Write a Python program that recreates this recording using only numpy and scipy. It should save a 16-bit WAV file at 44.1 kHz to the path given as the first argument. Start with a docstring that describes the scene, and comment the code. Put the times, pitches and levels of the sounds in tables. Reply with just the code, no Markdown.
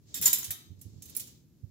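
"""In a small hard room, a hand lays a steel surgical instrument among others on a cloth-covered table
and picks through the pile. Each contact is a brief chatter of steel on steel that leaves thin, high
tones ringing, and some blows sing out at one pitch. The walls echo the steel. The hand bumps the
padded table and brushes the cloth, over a low room rumble and a faint hum."""
import sys
import numpy as np
from scipy import signal
from scipy.fft import rfft, irfft
from scipy.io import wavfile

SR = 44100
rng = np.random.default_rng(int(sys.argv[2]) if len(sys.argv) > 2 else 0)


def to_wav(sig):
    """Store sig (one row per channel, or 1-D mono) as 16-bit WAV at the path in sys.argv[1].

    Samples outside -1..1 are clipped; the rate is SR.
    """
    pcm = np.clip(np.atleast_2d(sig), -1, 1) * 32767
    pcm = np.round(pcm).astype(np.int16)
    wavfile.write(sys.argv[1], SR, pcm.T)  # frames by channels


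N = 74970
T = np.arange(N) / SR
CUTOFF_HZ, BODY_HZ = 15800, 4430  # the top of the sound; the top of the steel's lower tones
BODY_PAN_DB = 7.5  # a pan is how many dB louder the left side is than the right
LOW_LIKENESS = 0.67  # how alike left and right are in the low noises (1 is the same)
CHATTER_SAG_DB = 3  # how far the level sinks during a contact

# The tone colour of clattering steel. Each row: frequency in Hz, relative level in dB.
CLATTER_SPECTRUM = [(300, -18), (600, -25.5), (1200, -20.5), (2000, -13.5), (2700, -14), (3800, -9.5),
                    (4500, -14), (5600, -9), (6400, -9.5), (7300, -7.5), (8500, -9), (10000, -9.5),
                    (11700, -8), (13500, -8), (14500, -7.5), (16000, -14.5)]
# The long-ringing tones of the held instrument. Each row: frequency in Hz, relative level in dB.
HELD_TONES = [(3700, -19), (4007, -16), (5230, -12), (5650, -12), (7045, -5), (7372, -4), (7770, -8),
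              (9690, -10), (11342, -5), (11745, -1), (12110, -6), (14150, -5), (14480, -2), (15355, -2)]
# The long-ringing tones of the pile. Each row: frequency in Hz, relative level in dB.
PILE_TONES = [(6030, -11), (6310, -8), (7235, -4), (8120, -9), (8900, -9), (10420, -4), (11100, -8),
              (12785, -2), (14168, -8), (15400, -1), (15720, -7)]


def from_db(db):
    """Turn decibels into a gain to multiply by."""
    return 10 ** (np.asarray(db) / 20)


def rms_one(x):
    """Scale to an average power of one."""
    return x / np.sqrt(np.mean(x ** 2) + 1e-20)


def at_hz(points, hz):
    """Read between a table's rows, giving each octave equal room."""
    freqs, values = np.transpose(points)
    return np.interp(np.log(np.maximum(hz, 1)), np.log(freqs), values)


def panned(db):
    """Left and right gains, db apart, with an average power of one."""
    return rms_one(from_db([[db / 2], [-db / 2]]))


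def noise(spectrum, likeness=0., colour=None, size=N):
    """Stereo noise shaped by a spectrum table and, if given, by a colour function."""
    hz = np.arange(size // 2 + 1) * SR / size
    mid, side = rng.standard_normal((2, size))
    white = (np.sqrt(1 + likeness) * mid + np.sqrt(1 - likeness) * side * [[1], [-1]]) / np.sqrt(2)
    gain = rms_one(from_db(at_hz(spectrum, hz)) * (hz < CUTOFF_HZ))
    return irfft(rfft(white) * gain * (colour(hz) if colour else 1), size)


def add(out, start_s, sound):
    """Mix a sound in at its start time."""
    i = max(int(start_s * SR), 0)
    out[:, i:i + sound.shape[1]] += sound[:, :N - i]


def room_rumble(rumble_db=-60.5, hum_db=-68.5, hum_hz=118.5):
    """The room's steady low noise, with a little hiss and a faint hum."""
    # Rumble and hiss. Each row: frequency in Hz, relative level in dB.
    spectrum = [(15, -64.5), (25, -33.5), (43, -16.5), (87, -4), (134, 0), (229, -11), (326, -13),
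                (451, -24), (754, -37.5), (2110, -42.5), (2840, -42.5), (4140, -56.5), (6380, -54.5),
                (12200, -39), (16000, -43)]
    hum = from_db(hum_db) * np.sin(2 * np.pi * hum_hz * T)
    return from_db(rumble_db) * noise(spectrum, LOW_LIKENESS) + hum


def cloth_hiss():
    """Steel and fingers slide on the cloth and make a soft hiss."""
    # How loud the sliding is. Each row: time in seconds, level in dB.
    levels = [(0, -81.5), (.06, -73), (.09, -62.5), (.14, -61), (.6, -72), (.76, -78.5), (.84, -67.5),
              (.92, -70), (1.0, -70), (1.12, -59), (1.3, -62), (1.45, -80.5), (1.7, -78)]
    # The colour of the hiss. Each row: frequency in Hz, relative level in dB.
    spectrum = [(300, -5.5), (1500, -13.5), (2800, -8), (4000, -1.5), (7400, 0), (8600, -16.5),
                (16000, -16.5)]
    return from_db(np.interp(T, *np.transpose(levels))) * noise(spectrum)


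def hand_rub():
    """The hand rubs the table and makes a dull noise, toward the left."""
    # How loud the rubbing is. Each row: time in seconds, level in dB.
    levels = [(0, -76), (.1, -66), (.2, -54), (.3, -63.5), (.55, -72), (.8, -67.5), (1.03, -62),
              (1.2, -59.5), (1.35, -68), (1.5, -79)]
    # The colour of the rubbing. Each row: frequency in Hz, relative level in dB.
    spectrum = [(35, -24.5), (70, 0), (150, -2), (260, 2.5), (400, -7.5), (700, -20.5), (1500, -39),
                (5000, -62)]
    loudness = from_db(np.interp(T, *np.transpose(levels)))
    return loudness * noise(spectrum, LOW_LIKENESS) * panned(BODY_PAN_DB)


def table_bumps(rise_s=0.016, left_lag_s=0.0012, puff_db=-5, size=10000):
    """The hand bumps the padded table: each push gives a short low note and a dull puff."""
    # The bumps. Each row: start in seconds, level in dB, pitch in Hz, pan in dB.
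    pushes = [(0.057, -61, 109.7, -9), (0.192, -47.5, 176, 5), (0.237, -50.5, 120.5, 3),
              (0.279, -56, 75, 1), (.385, -61.5, 74.6, 6), (.482, -45, 99, -16), (.650, -57.5, 85, -10),
              (.698, -43, 93.4, -15), (0.772, -51.5, 90, -13.5), (0.85, -40, 103.5, -12.5),
              (0.914, -52, 86.5, -12), (.958, -45, 98.1, -11.5), (1.055, -55, 75.5, -19),
              (1.307, -57, 121, 0), (1.626, -43.5, 101, -15)]
    # The colour of the puff. Each row: frequency in Hz, relative level in dB.
    puff_spectrum = [(30, -35), (70, 6), (130, 6.5), (250, -6.5), (400, -18.5), (800, -44), (3000, -66)]
    out, t = np.zeros((2, N)), T[:size]
    swell = t / rise_s * np.exp(1 - t / rise_s)
    for start_s, db, hz, pan_db in pushes:
        puff = from_db(puff_db) * noise(puff_spectrum, LOW_LIKENESS, size=size)
        note = np.sin(2 * np.pi * hz * (t - np.array([[left_lag_s], [0]])))
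        add(out, start_s, from_db(db) * panned(pan_db) * swell * (note + puff))
    return out


def room_echo(sound, build_s=0.002, low_pan_db=3, size=32768):
    """Reflections from the walls build up quickly and die sooner in the treble; low ones lean left."""
    # How long the echo lasts. Each row: frequency in Hz, seconds to fade by 60 dB.
    fade_times = [(300, .6), (1500, 0.47), (4000, 0.47), (7500, 0.42), (11000, 0.31), (16000, 0.41)]
    # How strong the echo is. Each row: frequency in Hz, relative level in dB.
    levels = [(300, 5), (1500, -3.5), (4000, -0.5), (7500, -8), (11000, -11), (16000, -14.5)]
    t, hz = T[:size], np.arange(size // 2 + 1) * SR / size
    white, tail = rfft(rng.standard_normal((2, size))), 0
    edges_hz = np.geomspace(200, 18000, 15)
    for low, high in zip(edges_hz, edges_hz[1:]):
        centre = np.sqrt(low * high)
        band = irfft(white * (hz >= low) * (hz < high))
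        decay = from_db(-60 * t / at_hz(fade_times, centre)) * (1 - np.exp(-t / build_s))
        gain = from_db(at_hz(levels, centre)) * panned(low_pan_db * (centre < BODY_HZ))
        tail = tail + band * decay / np.linalg.norm(decay) * gain
    mono = (sound[0] + sound[1]) / np.sqrt(2)
    return signal.fftconvolve(mono[None], tail, axes=1)[:, :N]


def clangs(upper_ratio=1.06, upper_gain=0.35, rise_share=0.028, size=14000):
    """An instrument's arms sing at two close pitches that swell, beat together and die away."""
    # Blows that sing out. Each row: start in seconds, pitch in Hz, level in dB,
    # seconds to fade by 60 dB, pan in dB.
    blows = [(.1420, 7410, -29.5, 0.035, -13.5), (.1420, 3680, -33.5, 0.032, 6),
             (.2574, 6957, -10.5, 0.046, 9.5), (0.2585, 969, -45.5, .15, 1.5),
             (.3294, 7030, -22.5, 0.065, 4), (.4308, 6400, -34.5, 0.026, 25), (.5100, 1230, -62, 0.39, 4),
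             (1.1660, 10600, -18, 0.0098, -17), (1.1660, 15230, -21, .014, -24),
             (1.1662, 5200, -42, 0.013, 4)]
    out, t = np.zeros((2, N)), T[:size]
    for start_s, hz, db, fade_s, pan_db in blows:
        phase = 2 * np.pi * rng.random((2, 2, 1))
        lower = np.sin(2 * np.pi * hz * t + phase[0])
        upper = upper_gain * np.sin(2 * np.pi * hz * upper_ratio * t + phase[1])
        envelope = from_db(db - 60 * t / fade_s) * (1 - np.exp(-t / (rise_share * fade_s)))
        add(out, start_s, np.sqrt(2) * panned(pan_db) * envelope * (lower + upper))
    return out


def contact_tone(hz, knock_db, body_db, treble_db, pan_db, knock_hz=1700, treble_hz=8700):
    """Left and right gains of a contact by frequency: the body leans left, the top follows pan_db."""
    knock = 1 / (1 + (hz / knock_hz) ** 6)
    body = 1 / (1 + (hz / BODY_HZ) ** 6)
    treble = 1 - 1 / (1 + (hz / treble_hz) ** 12)
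    sides = from_db(np.array([[.5], [-.5]]) * (body * BODY_PAN_DB + (1 - body) * pan_db))
    sides /= np.sqrt(np.mean(sides ** 2, axis=0))
    return sides * from_db(knock * knock_db + body * body_db + treble * treble_db)


def tone_clusters(hz, held_db, pile_db, boost_db=8, half_width_hz=113):
    """Short tones crowd around the long ones of the instrument and the pile, making broad peaks."""
    held_share = 1 / (1 + from_db(pile_db - held_db) ** 2)
    peaks = 0
    for share, tones in ((held_share, HELD_TONES), (1 - held_share, PILE_TONES)):
        for centre, db in tones:
            peaks += share * from_db(db + boost_db) ** 2 / (1 + ((hz - centre) / half_width_hz) ** 2)
    return rms_one(np.sqrt(1 + peaks))


def crack(length_s, colour, fade_s=0.059, size=8000):
    """A burst of bright noise that sinks a little while the steel is in contact, then dies away."""
    t = T[:size]
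    sag_db = CHATTER_SAG_DB * (0.5 + np.minimum(t / length_s, 1))
    fade_db = 60 * np.maximum(t - length_s, 0) / fade_s
    return from_db(-sag_db - fade_db) * noise(CLATTER_SPECTRUM, likeness=0.1, colour=colour, size=size)


def short_tones(length_s, colour, typical_fade_s=0.068, spread_db=7, count=190, size=4000):
    """A crowd of fast-fading tones, new for each place of contact, kept going while the steel chatters."""
    t = T[:size]
    hz = (np.arange(count) + 2 + rng.random(count)) * CUTOFF_HZ / (count + 2)
    strength = from_db(at_hz(CLATTER_SPECTRUM, hz) + spread_db * rng.uniform(-1, 1, count))
    fade_s = typical_fade_s * 2 ** rng.uniform(-1, 1, (count, 1))
    decay = from_db(-60 * np.maximum(t - length_s, 0) / fade_s)
    phase = 2 * np.pi * (hz[:, None] * t + rng.random((2, count, 1)))
    gains = (colour(hz) * strength / np.linalg.norm(strength))[:, :, None]
    sag = from_db(-CHATTER_SAG_DB * np.minimum(t / length_s, 1))
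    return np.sqrt(2) * (gains * decay * np.sin(phase)).sum(axis=1) * sag


def long_ring(tones, fade_s=0.19, split_hz=45, spread_db=1.5, size=11000):
    """Struck steel rings on: each tone is a close, beating pair with a new strength at every strike."""
    t, out = T[:size], np.zeros((2, size))
    for hz, db in tones:
        phase = 2 * np.pi * rng.random((2, 2, 1))
        partner_hz = hz + split_hz * rng.standard_normal()
        pair = np.sin(2 * np.pi * hz * t + phase[0]) + .5 * np.sin(2 * np.pi * partner_hz * t + phase[1])
        out += from_db(db + spread_db * rng.standard_normal()) * pair
    return .5 * out * from_db(-60 * t / fade_s)


def clinks(crack_db=-7, short_db=-2.5):
    """Steel meets steel: each contact cracks, rattles the short tones and leaves the long ones ringing."""
    # The contacts. Each row: start in seconds, level in dB, chatter length in seconds, then in dB the
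    # boosts of knock (lows), body (lows and mids) and treble, the held instrument's ring,
    # the pile's ring, and the pan.
    contacts = [ (0.1437, -33.5, 0.04, 0.5, -3.5, -2.5, -0.5, -4.5, -6),
                (0.2135, -35, 0.013, 1, -0.5, 7, -6, -3, 1), (.2240, -29, 0.047, 3, 0, 3.5, -2, -13, -5.5),
                (0.2563, -19, 0.015, -2.5, -3, 3.5, -13.5, -14, -8.5),
                (.2780, -19.5, 0.0052, -1.5, -3.5, -1.5, -9, -20.5, -4),
                (0.3299, -17.5, 0.0034, -4.5, -2.5, 3.5, -5.5, -16.5, -5.5),
                (0.385, -35, 0.0027, 4, 4, 8.5, -1, -20, -4),
                (0.4287, -40.5, .004, 5.5, 5.5, -2, -18, 0, -8),
                (0.443, -31.5, 0.0089, -5, -1.5, -1, -10.5, -10, -4),
                (0.5065, -31, 0.0087, 0, 3, 5, -8, -16, -2),
                (0.792, -64.5, 0.014, -3, -3.5, -5, -10.5, -15, -7.5),
                (0.813, -47, 0.0078, -8, -7, 4, -21, -17, -9),
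                (1.022, -40.5, 0.0085, -9.5, -7.5, -5.5, -15.5, -8.5, -9),
                (1.056, -49.5, .008, -10.5, -1, 2.5, -16, -6, -9),
                (1.084, -48.5, 0.0065, -6.5, -3.5, -5, -21, -8.5, -6),
                (1.0964, -49, 0.0062, -6, 1.5, 4, -17, -27, -11),
                (1.1498, -44.5, 0.0074, -8, 5, 6, -26, -6.5, -9),
                (1.1694, -31, 0.0009, 2, -4.5, 7, -28, -8, -4),
                (1.1976, -34, .010, -17.5, -1.5, 0, -11, -21, -6.5),
                (1.2727, -47, .010, -12.5, -4, -3.5, -20.5, -9.5, -7),
                (1.3770, -71, 0.0026, -8, 6, -2, -12, -15, -1)]
    out = np.zeros((2, N))
    for start_s, db, length_s, knock_db, body_db, treble_db, held_db, pile_db, pan_db in contacts:
        def colour(hz):
            tone = contact_tone(hz, knock_db, body_db, treble_db, pan_db)
            return tone * tone_clusters(hz, held_db, pile_db)

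        add(out, start_s, from_db(db + crack_db) * crack(length_s, colour))
        add(out, start_s, from_db(db + short_db) * short_tones(length_s, colour))
        ring = from_db(held_db) * long_ring(HELD_TONES) + from_db(pile_db) * long_ring(PILE_TONES)
        add(out, start_s, from_db(db) * panned(pan_db) * ring)
    return out


def scene():
    """The steel and its echo, over the sounds of the table, the cloth and the room."""
    steel = clinks() + clangs()
    return steel + room_echo(steel) + table_bumps() + cloth_hiss() + hand_rub() + room_rumble()


def record(dry):
    """A steep filter cuts off the very highest treble."""
    return signal.sosfilt(signal.ellip(10, .2, 75, CUTOFF_HZ, fs=SR, output="sos"), dry)


dry = scene()
out = record(dry)
to_wav(out)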